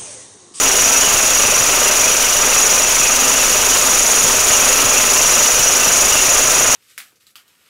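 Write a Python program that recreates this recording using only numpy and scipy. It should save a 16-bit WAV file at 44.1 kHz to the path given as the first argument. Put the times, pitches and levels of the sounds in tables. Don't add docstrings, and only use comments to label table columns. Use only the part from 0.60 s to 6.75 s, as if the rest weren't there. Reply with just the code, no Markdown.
import sys
import numpy as np
from scipy import signal
from scipy.fft import rfft, irfft
from scipy.io import wavfile
from scipy.ndimage import uniform_filter1d, minimum_filter1d

SR = 44100
rng = np.random.default_rng(int(sys.argv[2]) if len(sys.argv) > 2 else 0)


def dump_mix(stems):
    frames = np.atleast_2d(stems).T
    limited = np.clip(frames, -1, 1)
    pcm = np.round(limited * 32767).astype(np.int16)
    wavfile.write(sys.argv[1], SR, pcm)


N = 271215
T = np.arange(N) / SR
FREQS = np.maximum(np.arange(N // 2 + 1) * SR / N, 1e-3)
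SHAKE_HZ, TOP_HZ = 24.21, 15700
LOWER_RING_DB, UPPER_RINGS_DB, PAN_DB, FLAKES_DB, SCRAPE_DB, RUMBLE_DB = -19, -17, -19, -18, -27.5, -37

# f/Hz, width/Hz, level/dB, place in the turn/turns, swing/dB
LOWER_NOTES = [(5864, 125, 1.3, 0.84, 3.6)]
UPPER_NOTES = [(6425, 130, -8, 0.22, -11), (6680, 70, -3.3, 0.2, 5.5), (6950, 200, -4, 0.22, 8),
               (9590, 125, -12.5, 0.12, 6)]
# t/s, lower level/dB, upper level/dB
STEEL_SWELL = [(0, -.4, -0.2), (1.5, -0.9, -2.2), (1.95, 0.2, -0.7), (2.6, -1.5, -1.2), (3.5, -1.4, 1.5),
               (4.9, 0.8, -.3), (6.15, 0, 1.5)]
# t/s, level/dB
DECK_LOAD = [(0, -0.5), (1.15, .1), (2.4, -0.83), (3.25, 0), (4.2, 0.4), (5.2, -.1), (6.15, 0)]
# f/Hz, width/Hz, boost/dB
PAN_NOTES = [(241.3, 19, 7), (271, 15.5, 9.5), (374, 14, 6), (431, 17, 3.5), (502, 16, 6), (558, 20, 4),
             (616.6, 32, 7), (694, 12, 5), (930, 28, 4.5), (1025, 12, 8), (1085, 19, 5), (1202, 22, 7.5),
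             (1240, 30, 3), (1327, 18, 7.5), (1514, 19, 5)]
# f/Hz, level/dB
PAN_TONE = [(60, -15.5), (200, -8.5), (340, -7), (400, -0.5), (600, -2), (800, -0.5), (1130, -2.5),
            (1380, -0.5), (1850, -2.5), (2600, -1), (3400, -7), (5000, -23.5), (12000, -50)]
FLAKE_TONE = [(800, -16.5), (3000, 2), (4200, 1.5), (5300, 4), (7300, 4.5), (8200, -2), (9100, 3.5),
              (10000, 2), (11200, 0.5), (12600, -3.5), (14000, -4.5), (14600, -4), (15700, -5),
              (18000, -26)]
FRAME_TONE = [(6, -16), (18, 1), (40, -2), (60, -7), (130, -8), (200, -12.5), (500, -30.5)]
# t/s, level/dB
CRUMB_TICKS = [(1.9884, -16), (3.0859, -11), (3.6395, -16), (4.9954, -6), (5.1234, -16)]
# t/s, f/Hz, boost/dB
RUB_SQUEALS = [(.15, 2870, 4), (.33, 2562, 4), (0.451, 2820, 6), (1.07, 2603, 2), (2.45, 2650, 5),
               (2.79, 2779, 4), (4.36, 2560, 5), (5.58, 2678, 3)]
# t/s, level/dB
FRAME_BUMPS = [(0.539, -24), (0.999, -22), (3.639, -21), (4.241, -21), (4.989, -23), (5.268, -21)]
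# multiple of the shaking rate, level/dB
MOTOR_TONES = [(1, -36.5), (2, -50), (4, -46), (5, -63), (6, -54.5), (7, -63)]


def chatter(turn, notes):
    lift_off = np.exp(-(np.sin(np.pi * (turn - .61)) / .42) ** 2)
    touching = 1 - .6 * lift_off
    out = 0
    for hz, width_hz, db, place, swing_db in notes:
        force = touching * throw(turn, place, swing_db) * undb(.8 * wander(20))
        ring = through(impacts(rate=3500, spread_db=0.8) * force, resonance(hz, width_hz))
        capped = ring / np.hypot(1.7, running_level(ring, seconds=.006))
        out = out + undb(db) * unit(capped)
    return out


def pan(turn):
    force = throw(turn, place=0.53, swing_db=1.5) * undb(.5 * wander(14))
    blows = impacts(rate=7000, spread_db=1.74) * force
    ringing = 1 + sum((undb(db) - 1) * np.abs(resonance(hz, width)) ** 2 for hz, width, db in PAN_NOTES)
    return through(blows, shape(PAN_TONE) * ringing)


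def flakes(turn):
    hiss = unit(impacts(rate=18000, spread_db=1.5))
    ticks = undb(-19) * unit(impacts(rate=470, spread_db=-6))
    flow = throw(turn, place=0.018, swing_db=0.5) * undb(1.16 * wander(160))
    return through((hiss + ticks) * flow, shape(FLAKE_TONE))


def crumbs():
    return knocks(CRUMB_TICKS, hz=12600, width_hz=4600, decay_s=.002)


def scrape(turn):
    level_db = SCRAPE_DB - 9 * hump(3.5, half_s=.29)
    pitch_hz = 2674 + 34.99 * wander(7)
    for s, hz, db in RUB_SQUEALS:
        catch = hump(s, half_s=.05)
        level_db += db * catch
        pitch_hz += (hz - pitch_hz) * catch
    gain = undb(level_db) * unsteady(1.17)
    grip = throw(turn, place=.75, swing_db=2.2) * undb(2.8 * np.tanh(wander(40)))
    rub = impacts(rate=3000, spread_db=-2) * grip
    mean_hz = np.mean(pitch_hz)
    squeak = signal.hilbert(through(rub, resonance(mean_hz, width_hz=240) ** 2))
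    bend_cycles = np.cumsum(pitch_hz - mean_hz + 125 * wander(45)) / SR
    return gain * np.real(squeak * np.exp(2j * np.pi * bend_cycles))


def frame(load_db):
    rumble = through(rng.standard_normal(N), shape(FRAME_TONE))
    bumps = knocks(FRAME_BUMPS, hz=105, width_hz=160, decay_s=.016)
    return undb(RUMBLE_DB + 2.2 * load_db) * rumble + bumps


def motor(turn):
    out = 0
    for multiple, db in MOTOR_TONES:
        waver = undb(2.2 * np.log(multiple) * wander(4))
        out = out + undb(db) * unit(waver * np.cos(2 * np.pi * multiple * (turn + 0.404)))
    return out


def throw(turn, place, swing_db):
    return undb(swing_db * np.cos(2 * np.pi * (turn - place)))


def unsteady(spread_db):
    return undb(spread_db * wander(11))


def impacts(rate, spread_db):
    struck = rng.random(N) < rate / SR
    direction = rng.choice([-1, 1], N)
    size_db = spread_db * np.minimum(rng.exponential(size=N), 2 * np.pi)
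    return struck * direction * undb(size_db)


def knocks(table, hz, width_hz, decay_s):
    out = np.zeros(N)
    for s, db in table:
        burst = (T >= s) * np.exp(-np.abs(T - s) / decay_s) * rng.standard_normal(N)
        knock = through(burst, resonance(hz, width_hz) ** 2)
        out += undb(db) * knock / np.abs(knock).max()
    return out


def resonance(hz, width_hz):
    return 1 / (1 + 1j * (FREQS ** 2 - hz ** 2) / (FREQS * width_hz))


def shape(points):
    hz, db = np.transpose(points)
    return undb(np.interp(np.log(FREQS), np.log(hz), db))


def through(x, response):
    return unit(irfft(rfft(x) * response, N))


def wander(rate):
    steps = rng.standard_normal(int(N / SR * rate) + 2)
    joined = np.interp(T * rate, np.arange(len(steps)), steps)
    return unit(uniform_filter1d(joined, int(SR / rate / 2)))


def hump(middle_s, half_s):
    return np.exp(-((T - middle_s) / half_s) ** 2)


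def curves(table):
    s, *columns = np.transpose(table)
    return [np.interp(T, s, column) for column in columns]


def running_level(x, seconds):
    return np.sqrt(np.abs(uniform_filter1d(x ** 2, int(seconds * SR))))


def unit(x):
    return x / np.sqrt(np.mean(x ** 2))


def undb(db):
    return 10 ** (np.asarray(db) / 20)


def scene():
    lower_db, upper_db = curves(STEEL_SWELL)
    load_db, = curves(DECK_LOAD)
    turn = SHAKE_HZ * T
    loose_turn = turn + .022 * wander(10)
    steel = undb(LOWER_RING_DB + lower_db) * unsteady(0.94) * chatter(loose_turn, LOWER_NOTES)
    steel += undb(UPPER_RINGS_DB + upper_db) * unsteady(0.7) * chatter(loose_turn, UPPER_NOTES)
    deck = undb(PAN_DB + load_db) * pan(turn) + scrape(turn)
    load = undb(FLAKES_DB + .8 * load_db) * flakes(loose_turn) + crumbs()
    return (steel + deck + load + frame(load_db) + motor(turn))[None]


def record(dry):
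    ceiling = .84
    gain = ceiling / np.maximum(np.abs(dry), ceiling)
    smooth_gain = uniform_filter1d(minimum_filter1d(gain, size=129), size=129)
    treble_cut = 1 / np.sqrt(1 + (FREQS / TOP_HZ) ** 400)
    return irfft(rfft(dry * smooth_gain) * treble_cut, N)


dry = scene()
out = record(dry)
dump_mix(out)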